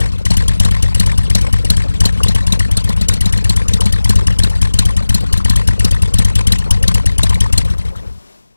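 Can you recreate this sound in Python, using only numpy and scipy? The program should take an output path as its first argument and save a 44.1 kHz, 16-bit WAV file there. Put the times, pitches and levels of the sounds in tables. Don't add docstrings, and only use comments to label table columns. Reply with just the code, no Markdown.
import sys
import numpy as np
from scipy import signal
from scipy.fft import rfft, irfft, next_fast_len
from scipy.io import wavfile
from scipy.ndimage import uniform_filter1d

SR = 44100
rng = np.random.default_rng(int(sys.argv[2]) if len(sys.argv) > 2 else 0)


def generate_wav(signal):
    frames = np.transpose(np.atleast_2d(signal))
    scaled = np.clip(frames, -1, 1) * 32767
    pcm = np.round(scaled).astype(np.int16)
    wavfile.write(sys.argv[1], SR, pcm)


N = 377496

# (time [s], hiss [dB], blowdown push [-],
# nominal whistle [Hz], first gulp [dB], second gulp [dB], bark [dB])
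FRONT_POPS = [(0.303, -12.0, 0.69, 4300, -15, -21.5, -23), (0.647, -14, 0.5, 3840, -19, -22, -26),
              (0.996, -11, 0.53, 4110, -15, -21.5, -37), (1.348, -10.5, 0.57, 4080, -20, -22, -20),
              (1.699, -10, 0.64, 4090, -25, -26, -29), (2.052, -10.0, 0.4, 4140, -19.5, -22.5, -30),
              (2.281, -12.5, 0.46, 3970, -37, -29, -33), (2.521, -12.5, 0.49, 3820, -17, -30, -29.0),
              (2.768, -13.0, 0.42, 4226, -42, -47, -31.5), (2.889, -22.5, 0.35, 4250, -18, -25.5, -23.5),
              (3.01, -20.5, 0.47, 4040, -25, -37, -29), (3.134, -18.5, 0.27, 4080, -37, -41, -42),
              (3.255, -16.5, 0.42, 3870, -24, -26, -38), (3.373, -22.5, 0.29, 4170, -21, -31, -34),
              (3.493, -13, 0.46, 4156, -17.5, -32, -36.5), (3.733, -16, 0.58, 3740, -28, -28.5, -36),
              (3.855, -16.5, 0.5, 4095, -19.5, -34, -31.0), (4.092, -11.5, 0.64, 4150, -14, -25, -26),
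              (4.433, -13.5, 0.62, 4380, -17, -25, -25), (4.787, -9.5, 0.61, 4204, -25, -26, -26.5),
              (5.143, -13, 0.47, 4170, -24, -25.5, -29), (5.373, -22.5, 0.18, 3890, -29.5, -35, -33.5),
              (5.495, -13.5, 0.79, 4230, -18.0, -24.5, -33), (5.844, -11.5, 0.57, 4110, -27, -26, -27),
              (6.184, -13.5, 0.65, 3870, -18, -21, -28.0), (6.519, -11, 0.54, 3990, -15.5, -23, -36),
              (6.877, -13, 0.54, 3830, -17, -20.5, -28.0), (7.23, -10, 0.55, 3850, -23, -21.5, -19.5),
              (7.342, -23.5, -0.15, 3920, -19, -37, -41.0), (7.576, -8.5, 0.44, 4250, -28, -26, -28)]
# (time [s], gulp delay [ms], gulp [dB])
FRONT_SKIPS = [(0.055, 7, -22.0), (0.18, 6, -36.0), (0.418, 6, -22.0), (0.533, 7, -29.5), (0.762, 7, -20.5),
               (0.879, 7, -26.0), (1.114, 5, -18.5), (1.232, 7, -30.0), (1.464, 6, -19.0),
               (1.581, 6, -27.0), (1.819, 2, -23.0), (1.938, 1, -31.0), (2.174, 0, -30.0),
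               (2.402, 6, -23.5), (2.647, 5, -22.0), (3.616, 4, -21.5), (3.978, 9, -29.5),
               (4.206, 7, -27.0), (4.322, 8, -29.5), (4.55, 8, -28.0), (4.67, 4, -24.0), (4.904, 6, -24.0),
               (5.023, 5, -30.5), (5.261, 8, -31.5), (5.611, 6, -21.5), (5.728, 7, -25.0), (5.96, 7, -22.0),
               (6.074, 7, -31.5), (6.296, 6, -21.5), (6.406, 6, -17.5), (6.64, 4, -30.0),
               (6.761, 11, -29.5), (6.995, 5, -22.5), (7.114, 7, -31.0), (7.46, 5, -25.0)]


def amp(db):
    return 10 ** (np.asarray(db) / 20)


def unit(x):
    return x / np.sqrt(np.mean(x ** 2) + 1e-20)


def sample(s):
    return max(0, round(s * SR))


def add(track, s, piece):
    i = sample(s)
    track[i:i + len(piece)] += piece[:max(0, len(track) - i)]


def filtered(x, response):
    n = x.shape[-1]
    padded = next_fast_len(n + n // 8)
    return irfft(rfft(x, padded) * response(np.fft.rfftfreq(padded, 1 / SR)), padded)[..., :n]


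def lowpass(x, hz, order):
    return filtered(x, lambda f: 1 / (1 + (f / hz) ** order))


def noise(spectrum, patchy_db=0):
    hz, db = np.transpose(spectrum)
    x = rng.standard_normal(N)
    if patchy_db:
        bins = signal.stft(x, nperseg=256)[2]
        flicker = uniform_filter1d(rng.standard_normal(bins.shape), size=2, axis=0)
        flicker = unit(uniform_filter1d(flicker, size=5, axis=1))
        x = signal.istft(bins * amp(patchy_db * flicker), nperseg=256)[1][:N]
    return unit(filtered(x, lambda f: amp(np.interp(np.log(f + 1), np.log(hz), db))))


def shaped(source, s, envelope):
    piece = source[sample(s):][:len(envelope)] * envelope
    return unit(piece) * np.sqrt(np.mean(envelope ** 2))


def swell(ms, at_ms, width_ms):
    return np.exp(-((ms - at_ms) / width_ms) ** 2 / 2)


def puff(ms, at_ms, width_ms):
    return swell(ms, at_ms, width_ms) / (width_ms * np.sqrt(2 * np.pi))


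def burst(ms, peak_ms, sharp):
    return (ms / peak_ms * np.exp(1 - ms / peak_ms)) ** sharp


def resonance(f, hz, width_hz):
    return 1j * f * width_hz / (hz * hz - f * f + 1j * f * width_hz)


def exhaust_strokes():
    # (time [s], hiss [dB], blowdown push [-], nominal whistle [Hz],
    # first gulp [dB], second gulp [dB])
    rear_strokes = [(0.001, -23.5, 0.63, 3020, -19, -25), (0.117, -46, -0.15, 2930, -44, -44.5),
                    (0.251, -18.5, 0.59, 2950, -14.5, -40), (0.366, -15.5, 0.84, 2940, -20, -21.0),
                    (0.478, -16, 0.68, 3190, -20, -26), (0.596, -13.5, 0.84, 2950, -21.5, -22),
                    (0.708, -23.5, 0.75, 3140, -22, -20.5), (0.823, -16.5, 0.78, 2930, -22.5, -26.5),
                    (0.944, -17.0, 0.6, 2840, -21.5, -33.0), (1.059, -20, 0.66, 3000, -20, -21),
                    (1.175, -20, 0.7, 2900, -19.5, -30), (1.297, -19, 0.72, 2980, -17.5, -49),
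                    (1.41, -23.5, 0.56, 3040, -36, -27.5), (1.525, -20, 0.89, 2950, -15.5, -27),
                    (1.645, -21, 0.45, 2820, -34, -50), (1.764, -20.5, 0.65, 3130, -21.5, -23),
                    (1.881, -60, -0.26, 2660, -45, -44), (2.002, -13.5, 1, 3006, -16.5, -21),
                    (2.122, -40, -0.17, 2890, -44, -45), (2.231, -13.5, 0.65, 2850, -16.5, -29),
                    (2.346, -19.5, 0.67, 3040, -15, -22), (2.465, -20, 0.65, 2770, -20.5, -34),
                    (2.591, -18, 0.67, 2780, -13, -28.5), (2.71, -22, 0.5, 3100, -25, -41),
                    (2.839, -25, 0.6, 3120, -38, -27), (2.962, -31, -0.21, 2750, -27, -51),
                    (3.083, -10, 0.78, 2970, -16, -32), (3.205, -16.5, 0.59, 2900, -19.5, -30),
                    (3.323, -19, 0.66, 2920, -16, -28), (3.441, -20, 0.58, 2760, -19.5, -37),
                    (3.56, -17.5, 0.68, 3070, -20, -24), (3.68, -17.5, 0.51, 2810, -23, -35),
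                    (3.804, -15.5, 0.76, 2990, -14.5, -42), (3.922, -17.5, 0.62, 3040, -18.5, -24),
                    (4.042, -17.0, 0.69, 3016, -16.5, -31), (4.154, -19, 1, 2850, -25.5, -21),
                    (4.267, -17, 0.86, 2814, -15.5, -23.5), (4.385, -16, 0.8, 3010, -16, -29),
                    (4.495, -27, 0.41, 2934, -38, -30), (4.613, -18, 0.81, 3120, -15, -21),
                    (4.735, -19.5, 0.68, 2960, -31, -38), (4.851, -18.0, 0.68, 3090, -25.0, -22),
                    (4.964, -20.5, 0.62, 2925, -22, -31), (5.09, -16, 0.84, 3050, -18.5, -29),
                    (5.203, -30, 0.3, 2860, -44.5, -35), (5.325, -16, 0.79, 2950, -15.5, -27),
                    (5.444, -18.5, 0.69, 2920, -15, -23.5), (5.557, -16.5, 0.91, 3084, -19, -22),
                    (5.672, -16.5, 0.95, 2900, -12.5, -23), (5.792, -16.5, 0.69, 2780, -17, -48),
                    (5.908, -19.0, 0.82, 3120, -25, -23.5), (6.018, -18.5, 0.69, 2690, -18.5, -25.0),
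                    (6.136, -16.0, 0.79, 3070, -27, -37), (6.245, -18, 0.7, 3120, -24, -24.5),
                    (6.352, -16.5, 0.86, 3000, -24.0, -18), (6.467, -14.5, 0.92, 3060, -19.5, -32),
                    (6.583, -22.5, 0.38, 2770, -38, -27.5), (6.705, -11, 0.86, 2930, -21, -28),
                    (6.825, -18.5, 0.68, 2760, -14.5, -31), (6.941, -14, 0.85, 2790, -15.5, -21.5),
                    (7.056, -15.5, 0.71, 2800, -17, -24.5), (7.179, -16, 0.75, 3010, -14.5, -30),
                    (7.292, -19.5, 0.68, 3036, -20, -19), (7.403, -15, 0.87, 3120, -18, -23.5),
                    (7.524, -16, 0.67, 2720, -16.5, -34)]
    # (time [s], push [-], hiss and gulps [dB])
    coasting = [(7.646, -0.23, -31), (7.699, -0.14, -31), (7.779, -0.11, -35), (7.849, -0.011, -35),
                (7.957, 0.0064, -40), (8.061, 0.0083, -50), (8.145, -0.0065, -80)]
    unfired_hz, unfired_gulp_db, skip_push = 3820, -43, 0.02
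    rows = [(0, *row) for row in rear_strokes] + [(1, *row[:-1]) for row in FRONT_POPS]
    for s, *_ in FRONT_SKIPS:
        hiss_db = rng.normal(-39, 2.5)
        rows.append((1, s, hiss_db, skip_push, unfired_hz, unfired_gulp_db, unfired_gulp_db))
    return rows + [(k % 2, s, db, push, unfired_hz, db, db) for k, (s, push, db) in enumerate(coasting)]


def thumps(strokes, pumping):
    # (frequency [Hz], width [Hz], signed gain from rear [-], from front [-])
    pipe_modes = [(49.5, 19.9, 10.5, 16), (102, 10.3, -16, -21), (159.6, 9.7, 1.7, -11.5),
                  (176.3, 33, -0.5, 6.5), (200.4, 21.2, 1.48, 16.5), (285, 49, 0.9, -2.5)]
    ms = np.arange(SR // 10) * 1000 / SR
    blowdown = [puff(ms, at_ms=4.3, width_ms=0.093), puff(ms, at_ms=3.52, width_ms=1.15)]
    suction = 0.28 * puff(ms, at_ms=3.35, width_ms=2.2) + 0.57 * puff(ms, at_ms=37.4, width_ms=4.6)
    ports = np.zeros((2, N))
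    for cylinder, s, _, push, *_ in strokes:
        add(ports[cylinder], s, push * blowdown[cylinder] - pumping[sample(s)] * suction)

    def pipe(f):
        column = sum(np.array([[rear], [front]]) * resonance(f, hz, width_hz)
                     for hz, width_hz, rear, front in pipe_modes)
        outlet = f * f / (f * f - 23.3j * f - 29 ** 2)
        return column * outlet

    return filtered(ports, pipe).sum(0)


def muffler(pressure, ceiling):
    squashed = pressure / (1 + (pressure / ceiling) ** 4) ** (1 / 4)
    return lowpass(squashed, hz=290, order=10)


def jets(strokes, pumping):
    # (frequency [Hz], level [dB])
    rear_jet = [(150, -29), (500, -5), (1000, -18), (2100, -80), (3000, -11), (3700, -7), (4400, -2.5),
                (6000, -2), (7800, -1.5), (9000, 5), (10500, -9.5), (13200, -3), (15500, -49)]
    front_jet = [(150, 10), (500, -7.5), (1000, -35), (2400, -38), (3200, -5.5), (3500, -10), (4100, 1.5),
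                 (5000, -9.5), (6500, -6.5), (9000, -2), (10500, -9), (13200, -8), (15500, -29)]
    wash_spectrum = [(150, -30), (500, -0.5), (1100, -7), (1400, -3.5), (2000, -3), (2700, -3), (4200, -2),
                     (6000, -9.5), (9000, -8.5), (10500, -20), (13500, -29), (15500, -53)]
    churn_spectrum = [(30, -53), (55, 5.5), (85, 11), (130, 2), (165, 4.5), (205, 1.5), (250, -8.5),
                      (300, -9), (370, -22.5), (700, -80)]
    # (ratio to whistle pitch [-], level [dB])
    rear_whistles = [(1, -5.5), (1.85, -15), (3.0, -8)]
    front_whistles = [(.7, -15), (1, -4), (1.279, -13.5), (1.6, -12.5)]
    # (peak time [ms], sharpness [-])
    spit_shapes = [(5.6, 3.2), (5.1, 2.4)]
    valve_open_ms, lead_s, tilt_db = 56, (0.0003, 0.0005), 2.0
    ms = np.arange(SR // 8) * 1000 / SR
    spits = [burst(ms, *shape) for shape in spit_shapes]
    trail = burst(ms, peak_ms=11.7, sharp=0.28) / (1 + (ms / valve_open_ms) ** 12)
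    swirl = burst(ms, peak_ms=34, sharp=0.58)
    climb = 1 + 0.14 * (np.tanh(ms / 9) - 0.5)
    hisses = np.array([noise(rear_jet, patchy_db=3.5), noise(front_jet, patchy_db=5)])
    dark = lowpass(hisses, hz=6000, order=8)
    jet, wash_level, churn_level = np.zeros((3, N))
    for cylinder, s, hiss_db, push, whistle_hz, *_ in strokes:
        opens_s, spit, flow = s - lead_s[cylinder], spits[cylinder], pumping[sample(s)]
        tilt = amp(rng.normal(0, tilt_db)) - 1
        hiss = hisses[cylinder] + tilt * dark[cylinder]
        add(jet, opens_s, shaped(hiss, s, amp(hiss_db) * spit))
        add(wash_level, s, (amp(-33) * flow ** 2 + amp(hiss_db - 19.5)) * trail)
        add(churn_level, s, (flow + 0.49 * abs(push)) * swirl)
        for ratio, mode_db in [rear_whistles, front_whistles][cylinder]:
            jitter_rad = rng.normal(0, 0.035, len(ms))
            phase = np.cumsum(2 * np.pi * ratio * whistle_hz * climb / SR + jitter_rad)
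            whistle_db = hiss_db + mode_db + rng.normal(2.5, 1.47)
            add(jet, opens_s, amp(whistle_db) * spit * np.sin(phase))
    wash = wash_level * noise(wash_spectrum, patchy_db=5)
    churn = amp(-25.5) * churn_level * noise(churn_spectrum)
    return jet + wash + churn


def gulps(strokes):
    # (frequency [Hz], level [dB])
    rasp_spectrum = [(150, -36), (500, 0.5), (720, -8.5), (1030, 12), (1350, -9), (1850, 11), (2300, -1),
                     (2800, -7.5), (4200, -7.5), (6000, -13), (9000, -9), (10500, -21), (15000, -46)]
    ms = np.arange(SR // 10) * 1000 / SR
    after_blowdown = swell(ms, at_ms=16.16, width_ms=2.2)
    at_overlap = swell(ms, at_ms=40.5, width_ms=4)
    rasp, inflow = noise(rasp_spectrum, patchy_db=6), np.zeros(N)
    for _, s, *_, first_db, second_db in strokes:
        add(inflow, s, shaped(rasp, s, amp(first_db) * after_blowdown))
        add(inflow, s, shaped(rasp, s, amp(second_db + 1.2) * at_overlap))
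    for s, delay_ms, db in FRONT_SKIPS:
        add(inflow, s, shaped(rasp, s, amp(db) * swell(ms, delay_ms, width_ms=3)))
    return amp(-2) * inflow


def bark():
    # (frequency [Hz], level [dB])
    bark_spectrum = [(150, -20), (300, -2), (420, -8), (620, 1), (850, -12), (1500, -27), (4000, -60)]
    ms = np.arange(SR // 20) * 1000 / SR
    envelope = burst(ms, peak_ms=3.5, sharp=0.75)
    source, barks = noise(bark_spectrum), np.zeros(N)
    for s, *_, db in FRONT_POPS:
        add(barks, s, shaped(source, s, amp(db + 0.5) * envelope))
    return barks


def clatter(level_db):
    # (frequency [Hz], level [dB])
    clatter_spectrum = [(150, 8), (340, 8), (490, 15.5), (720, 3), (1050, 9), (1400, 1), (1900, -5.5),
                        (2700, -6.5), (4200, -40), (6000, -50), (9000, -55), (11000, -22), (15500, -38)]
    return amp(level_db) * noise(clatter_spectrum, patchy_db=7.5)


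def whirr(t):
    # (frequency [Hz], level [dB])
    whirr_spectrum = [(120, -30), (200, -6), (315, -10.5), (422, -9), (462, -17), (497, -12.5), (890, -16),
                      (1330, -21), (2060, -23.5), (5390, -23.5), (15500, -34.5)]
    hold_from_s, hold_to_s, rise_db_per_s, fall_db_per_s = 7.86, 8.345, 34, 60
    rise_db = rise_db_per_s * np.minimum(t - hold_from_s, 0)
    fall_db = fall_db_per_s * np.maximum(t - hold_to_s, 0)
    return amp(-45 + rise_db - fall_db) * noise(whirr_spectrum)


def scatter(x):
    bins = signal.stft(x - lowpass(x, hz=350, order=4), nperseg=128)[2]
    scrambled = bins * np.exp(2j * np.pi * rng.random(bins.shape))
    return signal.istft(scrambled, nperseg=128)[1][:N]


def air(level_db):
    # (frequency [Hz], level [dB])
    air_spectrum = [(20, -20), (35, 18), (97, 9), (213, 8), (263, -9), (639, -43), (2180, -19), (6890, -24),
                    (14000, -30), (15500, -55)]
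    return amp(level_db) * noise(air_spectrum)


def scene():
    # (time [s], piston pumping [0-1], clatter [dB])
    running = [(0, 1, -28), (.2, 0.68, -38), (.32, 0.92, -33.5), (7.6, 0.72, -33), (7.8, 0.7, -35),
               (7.96, 0.58, -38), (8.08, 0.3, -35.5), (8.16, 0.02, -59), (8.24, 0, -53), (8.56, 0.1, -64)]
    t = np.arange(N) / SR
    times_s, *columns = np.transpose(running)
    pumping, clatter_db = [np.interp(t, times_s, column) for column in columns]
    strokes = exhaust_strokes()
    boom = muffler(thumps(strokes, pumping), ceiling=0.75)
    rush = air(-51) + jets(strokes, pumping) + gulps(strokes) + bark() + clatter(clatter_db) + whirr(t)
    direct = boom * amp([[1.6], [-1.95]]) + rush * amp([[1.45], [-1.65]])
    return direct * [[-1], [1]] + amp(-16.5) * scatter(rush) + air(-66)


def record(dry):
    ceiling, top_hz = 1.05, 15768
    heard = dry - lowpass(dry, hz=34.8, order=8)
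    clipped = heard / (1 + np.abs(heard / ceiling) ** 10) ** (1 / 10)
    return filtered(clipped, lambda hz: hz < top_hz)


dry = scene()
out = record(dry)
generate_wav(out)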